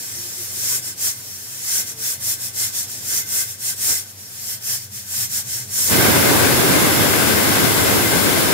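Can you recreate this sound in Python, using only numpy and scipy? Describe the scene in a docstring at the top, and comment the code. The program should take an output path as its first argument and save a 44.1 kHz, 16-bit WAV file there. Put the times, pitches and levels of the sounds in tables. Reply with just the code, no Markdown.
"""Quick spurts of steam hiss, then a long roaring blast, over a low flame drone, room murmur and faint far tones.
A small pressure cooker stands on a gas burner in a kitchen, close to a two-port microphone.
Its weight rocks and lets steam out in spurts, then lifts and frees the jet: filtered, patchy noise at each port.
The steel around it rings along as resonant noise; drone and murmur are filtered noise, the far tones are sines."""
import sys
import numpy as np
from scipy import signal
from scipy.fft import rfft, irfft, next_fast_len
from scipy.io import wavfile
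from scipy.ndimage import uniform_filter1d, map_coordinates

SR = 44100
rng = np.random.default_rng(int(sys.argv[2]) if len(sys.argv) > 2 else 0)


def digitize_waveform(pressure):
    """Quantize a signal to 16-bit integers and store it at the path in sys.argv[1].

    Rows of a 2-D input are taken as channels; values are limited to [-1, 1].
    """
    field = np.atleast_2d(pressure).T
    bounded = np.clip(field, -1, 1)
    quanta = np.round(bounded * 32767).astype(np.int16)
    wavfile.write(sys.argv[1], SR, quanta)


N = 376173
LIFT_S = 5.925  # the weight is fully up

# Ringing lid and bowls: (frequency [Hz], width [Hz], relative level [dB])
STEEL_MODES = [(1551, 56, -1.5), (2082, 43, -1), (3520, 160, -9)]


def spurts():
    """The rocking weight opens the vent; the steel rings on after each spurt, and strong ones burst in a low puff."""
    # Leaking jet: (frequency [Hz], relative level per Hz [dB])
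    leak_spectrum = [(250, -29), (500, -21.5), (1100, -22.5), (1700, -14.5), (2600, -16), (4300, -9.5),
                     (4900, -6.5), (6500, -1), (8500, -0.5), (9600, -0.5), (11200, -5.5), (13200, 0.5),
                     (14700, -5), (15700, -6)]
    flow_db = flow()
    closing_s = [LIFT_S - 0.045, LIFT_S + 0.038]
    leaking = np.interp(np.arange(N) / SR, closing_s, [1, 0])

    # More flow, brighter hiss: the part below 4600 Hz follows the flow less closely
    lower_db = -0.2 * (flow_db + 6.5)
    steam = ports(direct_share=0.3, near_share=0.25, patchy_db=1.5)
    jet = unit(filtered(steam, jet_colour(leak_spectrum, nozzle_db=0.1)))
    lower = filtered(jet, lambda hz: 1 / (1 + (hz / 4600) ** 8))
    hiss = amp(flow_db) * (jet - lower + amp(lower_db) * lower)

    # The ring follows the flow power and dies away with a 21 ms time constant
    fading = np.exp(-np.arange(SR // 2) / (0.021 * SR))
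    lingering_power = signal.fftconvolve(amp(2 * flow_db), fading / fading.sum())[:N]
    lingering = np.sqrt(np.abs(lingering_power))
    struck = ports(direct_share=0.31, near_share=0.085, patchy_db=5.0)
    ring = unit(filtered(struck, steel_colour)) * panned(1.9)[:, None]

    # The puff gains 2.5 dB for each dB of flow, so only strong spurts show it
    puff = unit(filtered(eddies(channels=2, patchy_db=1.0), roar_colour))
    puff_db = 2.5 * (flow_db + 16.5) - 41.5
    puff_gain = np.hypot(amp(puff_db), jumps())
    return leaking * (hiss + amp(-22.5) * lingering * ring + puff_gain * puff)


def flow():
    """Hiss level in dB: every spurt swells and shuts by one shape, over the seep past the seated weight."""
    # Openings of the vent: (time of peak [s], peak level over the seep's power [dB], rise [s], fall [s])
    openings = [(0.428, -28.0, 0.13, 0.11), (0.744, -18.0, 0.41, 0.11), (0.875, -25.5, 0.13, 0.13),
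                (1.067, -17.0, 0.16, 0.12), (1.778, -17.5, 0.29, 0.12), (1.893, -27.0, 0.1, 0.1),
                (2.093, -19.5, 0.21, 0.14), (2.301, -18.0, 0.18, 0.12), (2.449, -24.0, 0.14, 0.12),
                (2.626, -18.0, 0.16, 0.15), (2.782, -21.0, 0.12, 0.15), (2.913, -28.0, 0.09, 0.29),
                (3.173, -17.5, 0.27, 0.12), (3.395, -17, 0.24, 0.12), (3.502, -28.0, 0.11, 0.12),
                (3.689, -20, 0.17, 0.11), (3.89, -16, 0.21, 0.24), (4.097, -37, 0.12, 0.082),
                (4.214, -37.5, 0.09, 0.09), (4.508, -23.5, 0.12, 0.14), (4.73, -19, 0.2, 0.12),
                (4.83, -32, 0.12, 0.09), (4.963, -29.0, 0.1, 0.17), (5.227, -19, 0.29, 0.097),
                (5.368, -19.0, 0.14, 0.12), (5.544, -22.5, 0.18, 0.2), (5.817, -16.5, 0.21, 0.44)]
    # Steam seeping past the seated weight: (time [s], nominal level [dB])
    seep = [(0.0, -28.5), (0.5, -29), (0.95, -45), (1.18, -30.5), (1.33, -31.5), (1.6, -29.5), (1.95, -43),
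            (4.15, -44), (4.45, -28.5), (4.6, -46), (5.9, -37)]
    pointed = 3.96  # power of the cosine that shapes rise and fall
    jump_hiss_db = 15  # hiss of a jump over its roar

    t = np.arange(N) / SR
    seep_db = curves(seep)[0] + 1.1 * wobble(9.9)
    power = amp(1.992 * seep_db)  # a factor of 2 would be exact power
    for s, db, rise, fall in openings:
        span = slice(round((s - rise) * SR), round((s + fall) * SR))
        from_peak = t[span] - s
        u = np.where(from_peak < 0, from_peak / rise, from_peak / fall)
        opening = np.abs(np.cos(np.pi / 2 * u)) ** pointed
        power[span] += (amp(db) * opening) ** 2
    jump_hiss = amp(jump_hiss_db) * jumps()
    return 10 * np.log10(power + jump_hiss ** 2)


def jumps():
    """Gain of the brief roars as the weight jumps clear for a moment: one bell curve each."""
    # Jumps: (time [s], roar level [dB])
    jump_times = [(1.795, -46), (3.905, -34.5)]
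    width_s = 0.027
    t = np.arange(N) / SR
    return sum(amp(db) * np.exp(-((t - s) / width_s) ** 2) for s, db in jump_times)


def blast():
    """The lifted weight frees the jet: a wide hiss, and a lumpy roar that differs from port to port."""
    # Full jet: (frequency [Hz], relative level per Hz [dB])
    open_spectrum = [(1760, -15), (3000, -6), (5040, 0), (6340, -3), (7080, 1), (7750, 1.5), (11300, 3),
                     (13200, 2), (14400, 1.5), (15700, 0.5)]
    rise_s = 0.085  # time the weight takes to lift
    roar_start_db, roar_sag_db_per_s, roar_rise_db_per_s = -14.5, 0.89, 270
    hiss_start_db, hiss_sag_db_per_s = -17.8, 0.32
    surge_db, surge_s = 2.0, 0.27  # first rush of the hiss and its decay
    top_sag_db_per_s = 0.9  # the highest treble fades as the pressure falls
    # Left over right [dB] at lift and at the end: the plume drifts
    roar_pan_db, hiss_pan_db = (-2.5, 1.0), (-0.5, 1.5)

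    since = np.arange(N) / SR - LIFT_S
    before, after = np.clip(since, None, 0), np.clip(since, 0, None)
    lifted = np.clip(1 + since / rise_s, 0, 1)
    roar_db = roar_start_db - roar_sag_db_per_s * after + roar_rise_db_per_s * before
    hiss_db = hiss_start_db - hiss_sag_db_per_s * after + surge_db * np.exp(-after / surge_s)
    drift = lambda pan_db: np.interp(after, [0, after[-1]], pan_db)

    lumps = amp(1.06 * np.array([wobble(40), wobble(40)]))
    roar = unit(lumps * filtered(eddies(channels=2, patchy_db=0.75), roar_colour))
    ring = unit(filtered(eddies(channels=2, patchy_db=2.5), steel_colour)) * panned(2.5)[:, None]

    steam = ports(direct_share=0.18, near_share=0.15, patchy_db=1.3)
    hiss = unit(filtered(steam, jet_colour(open_spectrum, nozzle_db=-3)))
    top = filtered(hiss, lambda hz: 1 / (1 + (12500 / (hz + 1)) ** 16))  # above 12.5 kHz
    hiss = hiss - top + amp(1.5 - top_sag_db_per_s * after) * top

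    roar_side = panned(drift(roar_pan_db) + 1.6 * wobble(5))
    low = amp(roar_db) * roar_side * (roar + amp(-12.5) * ring)
    hiss_side = panned(drift(hiss_pan_db) + 0.5 * wobble(4))
    return lifted * (low + amp(hiss_db) * hiss_side * hiss)


def roar_colour(hz):
    """Low-heavy spectrum of the roar at each port, with its lean to one side and the dip at the right."""
    # Roar: (frequency [Hz], relative level per Hz [dB])
    roar_spectrum = [(15, -60), (25, -47), (72, -6), (104, 1), (171, -2.5), (253, -0.5), (316, 0),
                     (748, -8), (1350, -10), (1570, -7.5), (1860, -13.5), (2100, -10), (2380, -13.5),
                     (6380, -20.5), (9000, -21.5), (11700, -45), (19800, -120)]
    # Lean of the roar: (frequency [Hz], left over right [dB])
    roar_lean = [(60, 3.5), (150, -1.5), (380, 5), (950, 4), (2380, 5), (5980, 0), (15000, 17)]
    return amp(along(roar_spectrum, hz)) * panned(along(roar_lean, hz)) * shadowed(hz)


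def jet_colour(spectrum, nozzle_db):
    """Spectrum at each port: jet, nozzle resonances, lean to one side and the dip at the right."""
    # Nozzle: (frequency [Hz], width [Hz], left over jet [dB], right over jet [dB]), before nozzle_db
    nozzle_modes = [(5374, 160, 4.5, 7), (5890, 80, 6.5, -1.5), (7280, 360, 3.5, 3), (8100, 110, 1.5, -4),
                    (8600, 91, 3, -8), (12600, 130, 2, -8), (15800, 150, -6, -5.5)]
    # Lean of the jet: (frequency [Hz], left over right [dB])
    jet_lean = [(60, -2.5), (92, -1.5), (140, 1.0), (210, 0.5), (330, -4), (500, 3), (770, 4), (1170, 2.5),
                (1790, -0.5), (2740, 1.5), (4190, 2), (6410, -3), (9810, -1), (15000, 2)]
    modes = [[(hz, width, db[port]) for hz, width, *db in nozzle_modes] for port in range(2)]

    def colour(hz):
        peaks = np.array([resonances(m, hz) for m in modes])
        nozzle = np.hypot(1, amp(nozzle_db) * peaks)
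        return amp(along(spectrum, hz)) * nozzle * panned(along(jet_lean, hz)) * shadowed(hz)
    return colour


def steel_colour(hz):
    """Resonances of the lid and bowls."""
    return resonances(STEEL_MODES, hz)


def shadowed(hz):
    """Gains of left and right port, the right one with a dip in the treble."""
    # Dip: (centre [Hz], width [Hz], depth [dB])
    centre, width, dip_db = (8350, 750, -7)
    dip = dip_db * np.exp(-((hz - centre) / width) ** 2)
    return amp([0 * dip, dip])


def ports(direct_share, near_share, patchy_db):
    """One jet reaches the ports by short paths and the clutter of near steel; the room scatters the rest.
    Shares are of power."""
    # Paths off lid and tiles: (right after left [ms], relative level [dB], sign)
    echo_paths = [(.1, 0, 1), (.45, -5, 1), (1.63, -7, 1), (2.18, -7, -1), (-2.5, -9, 1)]
    jet, *scattered = eddies(channels=3, patchy_db=patchy_db)

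    def paths(hz):
        return sum(sign * amp(db) * np.exp(-2j * np.pi * hz * ms / 1000) for ms, db, sign in echo_paths)
    direct = np.array([unit(jet), unit(filtered(jet, paths))])

    t = np.arange(SR // 10) / SR
    clutter = rng.standard_normal((2, len(t))) * amp(-60 * t / 0.09)  # falls 60 dB in 90 ms
    near = unit(signal.fftconvolve(jet[None], clutter, axes=1)[:, :N])

    far_share = np.clip(1 - direct_share - near_share, 0, 1)
    far = unit(np.array(scattered))
    return np.sqrt(direct_share) * direct + np.sqrt(near_share) * near + np.sqrt(far_share) * far


def eddies(channels, patchy_db):
    """Unrelated noises, each with small quick patches and wide slow drifts of random gain in time and frequency."""
    z = signal.stft(rng.standard_normal((channels, N)), nperseg=512)[2]

    def smoothed(bins, frames):
        rough = rng.standard_normal(z.shape)
        return unit(uniform_filter1d(uniform_filter1d(rough, size=bins, axis=1), size=frames, axis=2))
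    patches = smoothed(bins=5, frames=8)
    drifts = smoothed(bins=24, frames=70)
    gain = amp(patchy_db * (patches + 0.49 * drifts))
    return signal.istft(z * gain, nperseg=512)[1][:, :N]


def burner():
    """The flame drones in a narrow low band, nearly the same at both ports."""
    # Flame: (frequency [Hz], width [Hz], relative level [dB]), before the gain is squared
    flame_modes = [(95, 6.8, 1.5), (119, 13.7, 0.5), (143, 12, -7.5), (200, 20, -4)]
    # Drone: (time [s], level before wobble and port mix [dB])
    drone_level = [(0.0, -46.5), (4.7, -47), (5.1, -41), (5.8, -38.5)]
    noise = rng.standard_normal((2, N))
    a, b = unit(filtered(noise, lambda hz: resonances(flame_modes, hz) ** 2))
    gain = amp(curves(drone_level)[0] + 0.8 * wobble(2.99))
    return gain * np.array([0.86 * a + 0.17 * b, 0.88 * a - 0.15 * b])


def kitchen():
    """Room murmur: filtered noise, most alike at both ports in the bass and low mids."""
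    # Murmur: (frequency [Hz], relative level per Hz [dB])
    room_spectrum = [(18, -60), (30, -40), (60, -34), (85, -23), (170, -18.5), (330, -19), (420, -19.5),
                     (730, -24), (950, -25.5), (1540, -28), (5000, -26), (6500, -54), (11000, -120)]
    # Likeness of the ports: (frequency [Hz], left-right correlation)
    likeness = [(60, 0.63), (300, 0.89), (700, .5), (1500, 0), (4000, 0)]
    # Murmur: (time [s], level before wobble [dB])
    murmur_level = [(0.0, -44), (1.6, -48), (3.0, -46.5), (4.9, -52.5), (5.5, -47)]

    def mid_side(hz):
        turn = np.arccos(np.clip(along(likeness, hz), -1, 1)) / 2
        return amp(along(room_spectrum, hz)) * [np.cos(turn), np.sin(turn)]
    mid, side = filtered(eddies(channels=2, patchy_db=1), mid_side)
    gain = amp(curves(murmur_level)[0] + 1.1 * wobble(2.51))
    return gain * unit(np.array([mid + side, mid - side]))


def hums():
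    """Short, soft sines from far off, slightly unsteady in pitch and level."""
    # Far tones: (start [s], length [s], frequency [Hz], peak level before flutter and pan [dB])
    far_tones = [(.14, .19, 350, -47), (.36, .1, 350, -44), (.68, .07, 1000, -52), (1.86, .32, 455, -52)]
    out = np.zeros(N + SR)
    flutter, drift = amp(3.5 * wobble(25)), wobble(30)
    for s, length, hz, db in far_tones:
        t = np.arange(int(length * SR)) / SR
        start = round(s * SR)
        phase = 2 * np.pi * hz * t + 0.7 * drift[start:][:len(t)]
        swell = np.sin(np.pi * t / length)
        out[start:][:len(t)] += amp(db) * swell * np.sin(phase)
    return out[:N] * flutter * panned(3.4)[:, None]


def amp(db):
    """Gain of a level in dB."""
    return 10 ** (np.asarray(db) / 20)


def unit(x):
    """x at an RMS of one."""
    return x / np.sqrt(np.mean(x ** 2) + 1e-20)


def panned(db):
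    """Left and right gains that differ by db."""
    return amp(np.array([db / 2, -db / 2]))


def along(points, hz):
    """(frequency [Hz], value) points joined on a log axis."""
    f, v = np.transpose(points)
    return np.interp(np.log(hz + 1), np.log(f + 1), v)


def curves(rows):
    """One value per sample for each column after the time."""
    s, *cols = np.transpose(rows)
    return [np.interp(np.arange(N) / SR, s, c) for c in cols]


def wobble(rate):
    """A smooth random curve, rate knots a second."""
    knots = rng.standard_normal(int(N * rate / SR) + 4)
    return map_coordinates(knots, [np.arange(N) * rate / SR])


def filtered(x, response):
    """x through a real or complex response of frequency."""
    m = next_fast_len(N + SR // 2)
    return irfft(rfft(x, m) * response(np.fft.rfftfreq(m, 1 / SR)), m)[..., :N]


def resonances(modes, f):
    """Gain of (frequency [Hz], width [Hz], level [dB]) resonances, added in power."""
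    power = 0
    for c, w, db in modes:
        power = power + amp(db) ** 2 * (f * w) ** 2 / ((c * c - f * f) ** 2 + (f * w) ** 2)
    return np.sqrt(power)


def scene():
    """Cooker, burner and kitchen together."""
    return spurts() + blast() + burner() + kitchen() + hums()


def record(dry):
    """Peaks saturate softly below 0.98; nothing passes above the band limit."""
    top_hz = 15740
    soft = dry / (1 + np.abs(dry / 0.98) ** 6) ** (1 / 6)
    return filtered(soft, lambda hz: hz < top_hz)


dry = scene()
out = record(dry)
digitize_waveform(out)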